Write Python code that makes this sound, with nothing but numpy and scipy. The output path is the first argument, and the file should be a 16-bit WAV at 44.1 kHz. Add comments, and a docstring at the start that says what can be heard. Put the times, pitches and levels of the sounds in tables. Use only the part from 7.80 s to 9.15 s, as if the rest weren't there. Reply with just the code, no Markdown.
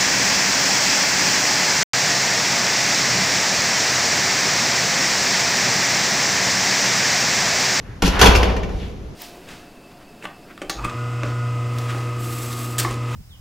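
"""A short, hard-walled passage: a heavy door swings shut at the far end, heard by a handheld recorder.
A hinge squeaks faintly, the latch strikes and slides, and the leaf slams and rattles to rest.
Each blow is a burst of tiny contacts that cracks, pings the metal and knocks the wood; its push
makes the leaf boom. The passage echoes over a low room hum, and the slam clips the stereo input."""
import sys
import numpy as np
from scipy import signal
from scipy.fft import rfft, irfft
from scipy.io import wavfile

SR = 44100
rng = np.random.default_rng(int(sys.argv[2]) if len(sys.argv) > 2 else 0)


def store_pcm(level_fs):
    """Save levels as 16-bit WAV."""
    pcm = np.round(np.clip(level_fs, -1, 1) * 32767).astype(np.int16)
    wavfile.write(sys.argv[1], SR, np.atleast_2d(pcm).T)


N = 59535

# The wooden leaf's modes. Each row: pitch in Hz, level in dB, time to die by 60 dB in seconds.
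LEAF_MODES = [(120.7, -2, 0.17), (187.7, -3.5, 0.13), (199.2, -1.5, 0.13), (259, -2, 0.056),
              (359, -0.5, 0.02), (471.7, -1.5, 0.1), (515, -2, 0.094), (642, -2, 0.036), (835, 4, 0.022),
              (918, 1.5, 0.047), (1280, -19.5, 0.014), (1450, -1.5, 0.038)]


def door():
    """Blows crack, ring latch and leaf, and push on the boom. Returns cracks, ringing and boom."""
    # Latch and leaf hitting the frame. Each row: start in seconds, crack, wood and boom in relative dB,
    # chatter decay in seconds, brightness in dB per octave, latch against the crack in dB,
    # knock and ping pitch in Hz.
    blows = [(0.2216, -0.5, -28, -44, 0.0044, 0, -6, 1200, 3800),
             (0.2273, -10, -2.5, -9, 0.0027, 0, -11, 470, 3000),
             (0.2362, -7, -4.5, -8.5, 0.0094, -1.5, -4, 194.4, 3150),
             (0.258, -3, -8.5, -34, 0.024, 2, -21, 243, 5410),
             (0.2781, -10, -9, -9.5, 0.0053, 0.5, -2.5, 470, 5840),
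             (0.3919, -7.5, -30, -30, 0.003, 0, -5, 900, 6200),
             (0.3944, 1.5, -13, -12, 0.023, 0.5, -9.5, 614, 2330),
             (0.4138, 13, -7.5, -7, 0.0072, -0.5, -16, 374, 5900),
             (0.4272, 6, -3, -7, 0.0071, -4, -8, 154, 1850), (0.4421, 4, -15, -5, 0.024, 3, -20, 270, 2530),
             (0.4589, 5, -5, -3.5, 0.012, -0.5, 1, 616, 3460),
             (0.47, -2, -12.5, -6.5, 0.0051, -1, -1, 362, 2600),
             (0.4773, -14, -4.5, -1, 0.0055, -1, -4, 219, 2600),
             (0.5502, -2.5, -6, -9.5, 0.0072, -2, -1.5, 289.3, 2920),
             (0.558, -5, -11.5, -9, 0.0079, 2.5, -8, 646, 5860),
             (0.6304, -3.5, -9, -12.5, 0.0032, -2, -4.5, 570, 2730),
             (0.649, -15, -20.5, -15, 0.0078, -6.5, -2.5, 390, 2300),
             (0.6955, -14, -16, -28, 0.022, -5.5, -8, 298, 2380),
             (0.7645, -17.5, -18.5, -21, 0.0072, -1, 0, 445, 2340),
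             (0.8312, -20, -17.5, -20, 0.011, -3.5, 2, 188, 2435),
             (0.891, -24.5, -28, -47, 0.014, -2, -4, 470, 2000)]
    # The latch's metal modes. Each row: pitch in Hz, level in dB, time to die by 60 dB in seconds.
    latch_modes = [(1902, 4.5, 0.015), (2408, -1.5, 0.04), (2681, 1, 0.033), (3000, -6, 0.017),
                   (3240, -0.5, 0.029), (3540, -6, 0.04), (4290, -1.5, 0.02), (5280, 4, 0.017),
                   (5870, 0.5, 0.0099), (6200, 1.5, 0.0087)]
    t = np.arange(SR // 10) / SR
    soft_push = np.hanning(round(0.0029 * SR))
    soft_push /= soft_push.sum()
    knock = np.exp(-t / 0.00083)  # the firm contact that sets the leaf ringing
    knock = 1.86 * knock / knock.sum()
    cracks = np.zeros(N)
    ringing, pushes = settling(soft_push)
    click_draws = rng.random((len(blows), 3, len(t)))
    spots = rng.standard_normal((len(blows), 4, 16, 1))
    for blow, draws, spot in zip(blows, click_draws, spots):
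        start, crack_db, wood_db, boom_db, decay_s, tilt_db, latch_db, knock_hz, ping_hz = blow
        clicks = chatter(t, decay_s, draws)
        latch = struck(latch_modes, 0.11, spot[:2], np.minimum(focus(latch_modes, ping_hz, 24.5), 16.5))
        leaf = struck(LEAF_MODES, 0.2, spot[2:], focus(LEAF_MODES, knock_hz, 11))
        add(cracks, start, amp(crack_db) * crack(clicks, tilt_db))
        add(ringing, start, amp(crack_db + latch_db) * signal.fftconvolve(clicks, latch))
        add(ringing, start, amp(wood_db) * signal.fftconvolve(clicks + knock, leaf))
        add(pushes, start, amp(boom_db) * soft_push)
    return cracks, ringing, boom(pushes)


def chatter(t, decay_s, draws, clicks_per_s=7000, rise_s=0.0016):
    """A first contact, then a swarm of uneven clicks that swells and dies."""
    chance, polarity, size = draws
    clicks = (chance < clicks_per_s / SR) * np.sign(polarity - 0.5) * amp(-2.5 * np.log(size + 0.0025))
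    clicks *= np.exp(-t / decay_s) * np.minimum(t / rise_s, 1)
    return clicks / np.linalg.norm(clicks) + 0.17 * (t == 0)


def crack(clicks, tilt_db):
    """The hard edge of a blow: its clicks, tilted brighter or duller about 3 kHz."""
    # The crack's tone. Each row: frequency in Hz, relative level in dB.
    tone = [(150, -5), (400, 0), (1100, 2.5), (1600, 0.5), (3000, -0.5), (5000, -4), (6800, -7),
            (8300, -12.5), (11700, -15.5), (15400, -23)]
    return colour(clicks, lambda f: read(tone, f) + 14.5 + tilt_db * np.log2(f.clip(500, 9000) / 3000))


def struck(modes, seconds, spot, loss_db):
    """Each blow lands on another spot, which scatters the modes in pitch and level."""
    pitch, level = spot[:, :len(modes)]
    return ring(modes, seconds, detune=0.011 * pitch, gain_db=1.5 * level - loss_db)


def boom(pushes):
    """The weight of the door: soft pushes wake the deepest modes."""
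    # The boom's modes. Each row: pitch in Hz, level in dB, time to die by 60 dB in seconds.
    modes = [(34.1, -10, 0.21), (47.3, 1, 0.26), (58.9, 2, 0.48), (74, -0.5, 0.4), (85, -3.5, 0.38)]
    return amp(-3.5) * signal.fftconvolve(pushes, ring(modes, 0.78))[:N]


def settling(soft_push):
    """Low thuds as the leaf settles. Returns the wood's ringing and the pushes on the boom."""
    # The thuds. Each row: start in seconds, boom and wood in relative dB, pitch in Hz.
    thuds = [(.09, -36, -13.5, 126), (0.189, -40, -31, 250), (.298, -14, 0, 169), (0.611, -15, -12, 200),
             (.574, -5.5, -12.5, 280), (0.72, -15, -24, 460), (.79, -30, -22, 461.6),
             (0.876, -36, -16, 464.8), (.945, -14, -30, 278), (1.039, -37, -29, 462), (1.16, -26, -40, 191)]
    ringing, pushes = np.zeros((2, N))
    for start, boom_db, wood_db, hz in thuds:
        leaf = ring(LEAF_MODES, 0.3, gain_db=-focus(LEAF_MODES, hz, 24.5))
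        add(ringing, start, amp(wood_db) * signal.fftconvolve(soft_push, leaf))
        add(pushes, start, amp(boom_db) * soft_push)
    return ringing, pushes


def squeak_and_scrapes():
    """A faint hinge squeak, then metal scraping and rubbing: swells of grit through one resonance."""
    # The strokes. Each row: start and length in seconds, level in dB, centre and width in Hz.
    strokes = [(0.028, 0.15, -51, 1650, 1400), (.245, 0.042, -23.5, 3540, 5700),
               (.32, 0.11, -25.5, 1270, 2560), (0.99, 0.095, -44.5, 2650, 2300),
               (0.9, 0.23, -49.5, 3300, 7200)]
    out = np.zeros(N)
    for start, length, db, hz, width in strokes:
        noise, roughness = rng.standard_normal((2, SR // 4))
        t = np.arange(0, length, 1 / SR)
        grit = noise * amp(4.3 * roughness)
        grit = colour(grit, lambda f: -20 * np.log10(1 + ((f - hz) / (width / 2)) ** 2))
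        swell = np.sin(np.pi * (t / length) ** 0.67) ** 0.5  # peaks early, trails off
        add(out, start, amp(db) * evened(grit)[:len(t)] * swell)
    return out


def passage(early_send, tail_send, tail_db=-4, rise_s=0.0067, turn_s=0.1):
    """Early wall echoes, then a diffuse tail that dies band by band."""
    # The tail's decay. Each row: frequency in Hz, time to die by 60 dB in seconds.
    decay = [(40, 2.5), (150, 2.5), (500, 1.45), (1500, 0.55), (4000, 0.72), (10000, .5)]
    # The tail's tone. Each row: frequency in Hz, relative energy in dB.
    tone = [(40, 6.5), (90, -4.5), (150, 0.5), (500, 5.5), (1500, 3.5), (4000, -2), (10000, -6)]
    # The tail's stereo image. Each row: frequency in Hz, left-right likeness (1 is mono).
    likeness = [(40, 0.87), (150, 0.92), (500, 0.5), (2000, 0.19), (8000, 1)]
    # Wall reflections. Each row: delay to the left side in seconds, level in dB.
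    reflections = [(.0027, -8.5), (.0065, -17), (.011, -8.5), (0.019, -24), (.024, -14.5)]

    def dying_db(hz, age):
        t60 = read(decay, hz)
        return read(tone, hz) - 60 * age / t60 - 10 * np.log10(t60)

    out, t = np.zeros((2, N)), np.arange(N) / SR
    for k in range(3):  # three alike tails take turns, keeping the echo smooth and free of steady tones
        tail = stereo_noise(likeness, dying_db, 512) * np.minimum(t / rise_s, 1)
        tail *= amp(tail_db) / np.linalg.norm(tail[0])
        turn = np.sqrt(2 / 3) * abs(np.cos(np.pi * (t / turn_s + k / 3)))
        out += signal.fftconvolve((turn * tail_send)[None], tail, axes=1)[:, :N]
    for delay, db in reflections:
        add(out[0], delay, amp(db) * early_send)
        add(out[1], delay * 1.04, amp(db) * early_send)
    return out


def room_hum():
    """A steady bed of low noise, almost mono in the bass."""
    # The hum's tone. 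Each row: frequency in Hz, relative level in dB.
    tone = [(12, -40), (25, -9), (60, 2), (125, -4.5), (250, -14.5), (500, -18.5), (1040, -25.5),
            (1800, -32.5), (6340, -39), (8600, -47.5), (13100, -51), (15400, -55)]
    # The hum's stereo image. Each row: frequency in Hz, left-right likeness (1 is mono).
    likeness = [(60, 0.98), (240, 0.94), (950, 0.18), (3770, 0.3), (12000, 1)]
    return amp(-35.5) * evened(stereo_noise(likeness, lambda hz, t: read(tone, hz), 1024))


def amp(db):
    return 10 ** (np.asarray(db) / 20)


def evened(x):
    return x / np.sqrt(np.mean(x ** 2) + 1e-20)


def read(points, hz):
    f, value = np.transpose(points)
    return np.interp(np.log(hz + 1), np.log(f + 1), value)


def add(mix, start, sound):
    part = mix[round(start * SR):][:len(sound)]
    part += sound[:len(part)]


def focus(modes, hz, db_per_octave):
    """The dB each mode loses for lying away from the pitch of a hit."""
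    return db_per_octave * abs(np.log2(np.array(modes)[:, :1] / hz))


def ring(modes, seconds, detune=0, gain_db=0):
    """Impulse response of a set of dying modes."""
    hz, db, t60 = np.transpose(modes)[:, :, None]
    t = np.arange(round(seconds * SR)) / SR
    partials = amp(db + gain_db - 60 * t / t60) * np.sin(2 * np.pi * hz * (1 + detune) * t)
    return partials.sum(0) / np.sqrt(len(modes))


def colour(x, gain_db):
    """Minimum-phase filter; gain_db maps Hz to dB."""
    hz = abs(np.fft.fftfreq(8192, 1 / SR))
    log_gain = np.log(amp(np.maximum(gain_db(hz), -100)))
    impulse = np.fft.ifft(np.exp(np.conj(signal.hilbert(log_gain)))).real[:2048]
    return signal.oaconvolve(x, impulse)[:len(x)]


def stereo_noise(likeness, gain_db, size):
    """Two partly alike noise channels; gain_db maps Hz and seconds to dB."""
    frames, hz = 4 * N // size + 5, np.fft.rfftfreq(size, 1 / SR)[:, None]
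    a, b, c, d = rng.standard_normal((frames, len(hz), 4)).T
    like, left = read(likeness, hz), a + 1j * b
    right = like * left + np.sqrt(1 - like ** 2) * (c + 1j * d)
    spectra = np.array([left, right]) * amp(gain_db(hz, np.arange(frames) * size / 4 / SR))
    return signal.istft(spectra, nperseg=size, noverlap=3 * size // 4)[1][:, :N]


def scene():
    """The door in the centre, its echo around it and the hum beneath."""
    cracks, ringing, low_end = door()
    contacts = cracks + squeak_and_scrapes()
    hum = room_hum()
    send = contacts + amp(-10) * low_end
    echo = passage(early_send=send + ringing, tail_send=send + amp(-7.5) * ringing)
    return contacts + ringing + low_end + echo + hum


def record(dry, low_cut_hz=22.7, top_hz=15600):
    """The right port shifts phase and level; then bass roll-off, clipping on the slam, a band limit."""
    # Phase between the microphone ports. 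Each row: frequency in Hz, lead of the left in radians.
    lead = [(20, 0), (120, 0), (250, .05), (950, .4), (5900, -.3), (6720, -.8), (7580, -2.9), (8870, -3.3),
            (10600, -5.2), (12600, -7.5), (13600, -9.3), (15200, -9.5)]
    # Their balance. Each row: frequency in Hz, left over right in dB.
    balance = [(100, 0.5), (300, 0.14), (700, 1.1), (2500, 0), (5000, 2.3), (12000, -1)]
    hz = np.fft.rfftfreq(2 * N, 1 / SR)
    port = amp(-read(balance, hz)) * np.exp(-1j * read(lead, hz))
    right = irfft(rfft(dry[1], 2 * N) * port)[:N]
    low_cut = signal.butter(2, low_cut_hz, "high", fs=SR, output="sos")
    clipped = np.clip(signal.sosfilt(low_cut, [dry[0], right]), -1, 1)
    band_limit = signal.firwin(511, top_hz, window=("kaiser", 9), fs=SR)
    return signal.oaconvolve(clipped, band_limit[None], "same")


dry = scene()
out = record(dry)
store_pcm(out)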